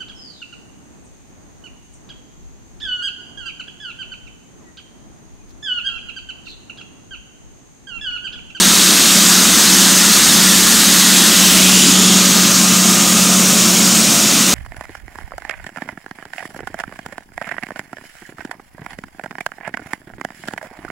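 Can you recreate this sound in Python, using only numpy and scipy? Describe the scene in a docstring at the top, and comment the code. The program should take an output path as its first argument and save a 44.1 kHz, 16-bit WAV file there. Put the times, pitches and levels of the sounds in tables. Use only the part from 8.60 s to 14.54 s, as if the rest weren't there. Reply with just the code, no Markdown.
"""A dense hiss of kernel taps: shelled grain pours from a chute onto an auger hopper's guard and grate.
The auger's gears hum, grain rumbles through its tube, and a diesel tractor idles beyond it with a knock
and a raspy chirp. The listener turns from the hopper along the tube, so the hiss dulls and the tractor
comes forward. Light wind; one microphone whose overload squeezes the highest peaks."""
import sys
import numpy as np
from scipy import signal
from scipy.fft import rfft, irfft
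from scipy.io import wavfile
from scipy.ndimage import uniform_filter1d

SR = 44100
rng = np.random.default_rng(int(sys.argv[2]) if len(sys.argv) > 2 else 0)


def dump_mix(stems):
    """Bounce the given channels to the path in sys.argv[1] as a 16-bit WAV at rate SR."""
    frames = np.atleast_2d(stems).T  # one column per channel
    limited = np.clip(frames, -1, 1)  # hard clip at full scale
    pcm = np.round(limited * 32767).astype(np.int16)
    wavfile.write(sys.argv[1], SR, pcm)


N = 261954
T = np.arange(N) / SR
CRANK_HZ = 11.72


def gain_of(db):
    """Decibels to gain."""
    return 10 ** (np.asarray(db) / 20)


def unit_rms(x):
    """Scale to rms 1."""
    return x / np.sqrt(np.mean(x ** 2) + 1e-20)


def bell(x, centre, width):
    """Bell curve of height 1, down to 1/e at centre +/- width."""
    return np.exp(-((x - centre) / width) ** 2)


def spectrum_db(points, hz):
    """Interpolate a spectrum table over log frequency."""
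    points_hz, db = np.transpose(points)
    return np.interp(np.log(hz + 1), np.log(points_hz + 1), db)


def curves(rows, t):
    """Interpolate each column of a time table at times t."""
    times_s, *columns = np.transpose(rows)
    return [np.interp(t, times_s, column) for column in columns]


def step_db(before_db, after_db, span_s=(2.8, 3.66)):
    """Level glide as the listener steps from the hopper towards the tractor."""
    return np.interp(T, span_s, [before_db, after_db])


def drift(fastest_hz, count=24):
    """Slow random curve, rms 1."""
    t = T[::256]
    hz = np.geomspace(fastest_hz / 10, fastest_hz, count)[:, None]
    sines = np.sin(2 * np.pi * (hz * t + rng.random((count, 1)))) / np.sqrt(hz)
    return np.interp(T, t, unit_rms(sines.sum(axis=0)))


def patches(shape, bins, frames):
    """Smooth random field over frequency and time, rms 1."""
    field = rng.standard_normal(shape[::-1]).T
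    return unit_rms(uniform_filter1d(uniform_filter1d(field, bins, axis=0), frames, axis=1))


def filtered_noise(order, edges_hz, kind, gate=1):
    """Gated white noise through a Butterworth filter, rms 1."""
    sos = signal.butter(order, edges_hz, kind, fs=SR, output="sos")
    return unit_rms(signal.sosfilt(sos, gate * rng.standard_normal(N)))


def tone(hz, waver_db, wander_cycles):
    """Machine tone of wavering level and phase, rms about 1."""
    cycles = hz * T + rng.random() + wander_cycles * drift(1.502)
    return np.sqrt(2) * gain_of(waver_db * drift(6.0)) * np.sin(2 * np.pi * cycles)


def wind(gust_db=2.2):
    """Light gusts at the microphone: deep bass noise."""
    # (time [s], level [dB])
    strength = [(0, -39), (.55, -45), (1.3, -42), (2.1, -40), (2.6, -46), (3.15, -39.5), (3.9, -49),
                (5.1, -53), (5.94, -60)]
    level_db = curves(strength, T)[0] + gust_db * drift(8.1)
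    hz = np.fft.rfftfreq(N, 1 / SR)
    colour = (hz > 18) * (hz / 50) ** 0.5 / (1 + (hz / 105) ** 4)
    return gain_of(level_db) * unit_rms(irfft(rfft(rng.standard_normal(N)) * colour, N))


def tractor(knock_db=-36.0, knock_decay_cycles=0.67):
    """Idling diesel: tones at crank multiples, six knocks a turn, low exhaust."""
    # engine tones: (crank multiple), (relative level [dB])
    orders = np.array([6, 9, 15, 18, 21, 24, 30, 36, 48, 84])
    orders_db = [-58, -55, -40, -34.5, -46, -42, -38.5, -43.5, -43, -48]
    tones = sum(gain_of(db) * tone(order * CRANK_HZ, waver_db=1.5, wander_cycles=0.2)
                for order, db in zip(orders, orders_db))
    knock_phase = (6 * CRANK_HZ * T - 0.1) % 1
    knock = filtered_noise(2, [1000, 1450], "band", gate=np.exp(-knock_phase / knock_decay_cycles))
    engine = tones + gain_of(knock_db) * knock
    exhaust = filtered_noise(4, [114, 170], "band")
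    exhaust += gain_of(-2.5) * tone(12 * CRANK_HZ, waver_db=-0.5, wander_cycles=0.17)
    return gain_of(step_db(0.5, 3)) * engine + gain_of(step_db(-43, -35.5)) * exhaust


def tractor_chirp(rise_s=0.01, rasp_depth=0.18):
    """A tractor part rings once a crank turn, with a soft onset and a rasp."""
    # (frequency [Hz], relative level [dB], t60 [s])
    modes = [(1234, 1, 0.2), (1195, 0, .12), (1216, -7, 0.2), (1360, -6, 0.21), (1310, -11, 0.065),
             (1092, -8, 0.17)]
    # (time [s], level [dB])
    loudness = [(0, -42), (3.2, -36), (3.45, -30), (3.8, -32), (4.15, -27.5), (4.5, -28.5), (4.95, -31),
                (5.5, -50), (5.94, -52)]
    age_s = (CRANK_HZ * T - 0.19) % 1 / CRANK_HZ
    ring = sum(gain_of(db - 60 * age_s / t60_s) * np.sin(2 * np.pi * hz * age_s)
               for hz, db, t60_s in modes)
    onset = (1 - np.exp(-age_s / rise_s)) ** 2
    rasp = 1 + rasp_depth * filtered_noise(2, 60, "low")
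    return gain_of(curves(loudness, T)[0]) * unit_rms(onset * ring * rasp)


def tube_rumble(swell_db=4.5, swell_at_s=3.44, swell_width_s=0.42):
    """Low noise of grain dragged through the tube; swells where the tube passes close."""
    # hopper, tube and drive: (frequency [Hz], relative density [dB])
    spectrum = [(35, -59), (70, -40), (124, -23), (159, -7), (199, -0.5), (226, -1.5), (265, -2), (340, -5),
                (477, -16.5), (559, -27), (900, -29), (1170, -49), (1980, -120)]
    colour = gain_of(spectrum_db(spectrum, np.fft.rfftfreq(N, 1 / SR)))
    level_db = step_db(-22.5, -24) + swell_db * bell(T, swell_at_s, swell_width_s)
    return gain_of(level_db) * unit_rms(irfft(rfft(rng.standard_normal(N)) * colour, N))


def auger_drive(main_hz=185.95, second_hz=218.45, shaft_hz=11.5, beat_s=0.578, first_dip_s=0.41):
    """Two gear hums: the main one beats with a neighbour tone, the second has shaft sidebands."""
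    # (time [s], main hum [dB], second hum [dB])
    levels = [(0, -27.5, -31), (1.5, -23.5, -28.5), (2.5, -23.5, -27), (3.1, -18.5, -31),
              (4.2, -19.5, -25.5), (5.05, -19, -24), (5.5, -25, -23), (5.94, -31, -29.5)]
    # sidebands: (offset [shaft multiples]), (level re second hum [dB])
    side_orders = (-1, 1, 9.5)
    sides_db = (-10, -10, -14.5)
    main_db, second_db = curves(levels, T)
    cycles = main_hz * T + 0.051 * drift(1.22)
    main = gain_of(main_db) * np.sin(2 * np.pi * cycles)
    neighbour = -gain_of(-32) * np.sin(2 * np.pi * (cycles + (T - first_dip_s) / beat_s))
    second = tone(second_hz, waver_db=1.5, wander_cycles=0.088)
    for order, db in zip(side_orders, sides_db):
        second += gain_of(db) * tone(second_hz + order * shaft_hz, waver_db=2.0, wander_cycles=0.057)
    return np.sqrt(2) * (main + neighbour) + gain_of(second_db) * second


def tap_colour(hz, t, away):
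    """Tap spectrum shaped by the hopper steel and the listener's turn; rms 1 per frame."""
    # facing the hopper, and turned away: (frequency [Hz], relative density [dB])
    facing_spectrum = [(290, -49), (500, -13.5), (900, -10.5), (1250, -6), (1900, -3), (2300, -9.5),
                       (3500, -3.5), (5500, -4), (7600, -5), (9000, -6), (9800, -11.5), (11500, -9),
                       (14000, -15), (15800, -17)]
    away_spectrum = [(290, -19), (500, -6), (680, -4), (850, -11.5), (1250, -6.5), (1750, -10.5),
                     (2600, -5.5), (4400, -5.5), (5600, -1.5), (7500, -3.5), (8500, -4.5), (9800, -12),
                     (10700, -14), (15800, -15.5)]
    # passing humps and dips as the listener moves:
    # (time [s], width [s], centre [Hz], slide [Hz/s], bend [Hz/s^2], width [Hz], lift [dB])
    humps = [(0.02, 0.41, 3900, 0, 0, 870, 2.5), (3.17, 0.47, 2980, 800, 2002, 630, 5.5),
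             (3.23, .5, 5000, 1904, -500, 450, 2.5), (3.5, .4, 1770, 500, 0, 280, -1.5),
             (2.9, .25, 14000, 0, 0, 3200, 2.5), (2.93, 0.18, 7100, 0, 0, 490, -3),
             (3.27, 0.39, 7150, -900, 0, 550, 4), (4.66, .6, 6400, 0, 0, 450, 1),
             (3.14, .35, 9840, -1200, 0, 700, 4.5), (3.76, .22, 9300, 0, 0, 760, -3),
             (3.42, .2, 14400, 0, 0, 3200, -2.5), (4.9, 0.72, 11000, 0, 0, 4400, 1.9)]
    # (centre [Hz], width [Hz], lift facing [dB], lift away [dB])
    steel_modes = [(1980, 150, -1, -0.6), (2610, 160, 1.5, 0), (3730, 200, 2.5, 0.5), (4200, 270, 2, -1),
                   (4870, 250, 2, -1.5), (6360, 390, 3.5, 0.5), (6960, 380, 2.5, 2), (8260, 320, 4, -1),
                   (10800, 500, 3.5, -0.5), (13000, 300, 1.5, -3)]
    colour_db = (1 - away) * spectrum_db(facing_spectrum, hz) + away * spectrum_db(away_spectrum, hz)
    for at_s, width_s, centre_hz, slide, bend, width_hz, lift_db in humps:
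        path_hz = centre_hz + slide * (t - at_s) + bend * (t - at_s) ** 2
        colour_db += lift_db * bell(t, at_s, width_s) * bell(hz, path_hz, width_hz)
    for centre_hz, width_hz, facing_db, away_db in steel_modes:
        colour_db += ((1 - away) * facing_db + away * away_db) * bell(hz, centre_hz, width_hz)
    colour = gain_of(colour_db)
    return colour / np.sqrt((colour ** 2).mean(axis=0))


def grain_pour(spread_db=0.5, clump_db=-0.23, ring_db=1.5, flicker_db=0.48):
    """Kernel taps merge into hiss; the stream clumps, steel modes ring up, the treble flickers."""
    # listener's turn: (time [s], hiss level [dB], share turned away [0-1])
    turn = [(0, -9.5, 0.4), (1.5, -9.5, 0.28), (2.5, -9.5, 0.08), (2.9, -9, 0.67), (3.4, -10, 0.4),
            (4.1, -11.5, 0.7), (5, -11.5, 0.9), (5.94, -12, 0.7)]
    tap_size = gain_of(spread_db * np.minimum(rng.exponential(1, N), 4))
    hz, t, taps = signal.stft(tap_size * rng.standard_normal(N), SR, nperseg=1024, noverlap=768)
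    hz = hz[:, None]
    clumps = patches(taps.shape, bins=14, frames=14)
    rings = patches(taps.shape, bins=2, frames=10)
    flicker = unit_rms(uniform_filter1d(rng.standard_normal(len(t)), size=5))
    treble = np.clip(hz / 8000, 0, 1)
    taps *= tap_colour(hz, t, away=curves(turn, t)[1])
    taps *= gain_of(clump_db * clumps + ring_db * rings + flicker_db * flicker * treble)
    _, hiss = signal.istft(taps, SR, nperseg=1024, noverlap=768)
    return gain_of(curves(turn, T)[0]) * unit_rms(hiss[:N])


def scene():
    """All sources at one microphone, on two equal channels."""
    mono = grain_pour() + wind() + tube_rumble() + auger_drive() + tractor() + tractor_chirp()
    return np.array([mono, mono])


def record(dry, knee=0.6, ceiling=1.03, cutoff_hz=15770):
    """Microphone overload: soft clip above the knee, then a steep low-pass."""
    headroom = ceiling - knee
    excess = np.maximum(abs(dry) - knee, 0)
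    clipped = np.sign(dry) * (np.minimum(abs(dry), knee) + headroom * np.tanh(excess / headroom))
    lowpass = signal.firwin(1535, cutoff_hz, window=("kaiser", 9), fs=SR)
    return signal.oaconvolve(clipped, lowpass[None], "same")


dry = scene()
out = record(dry)
dump_mix(out)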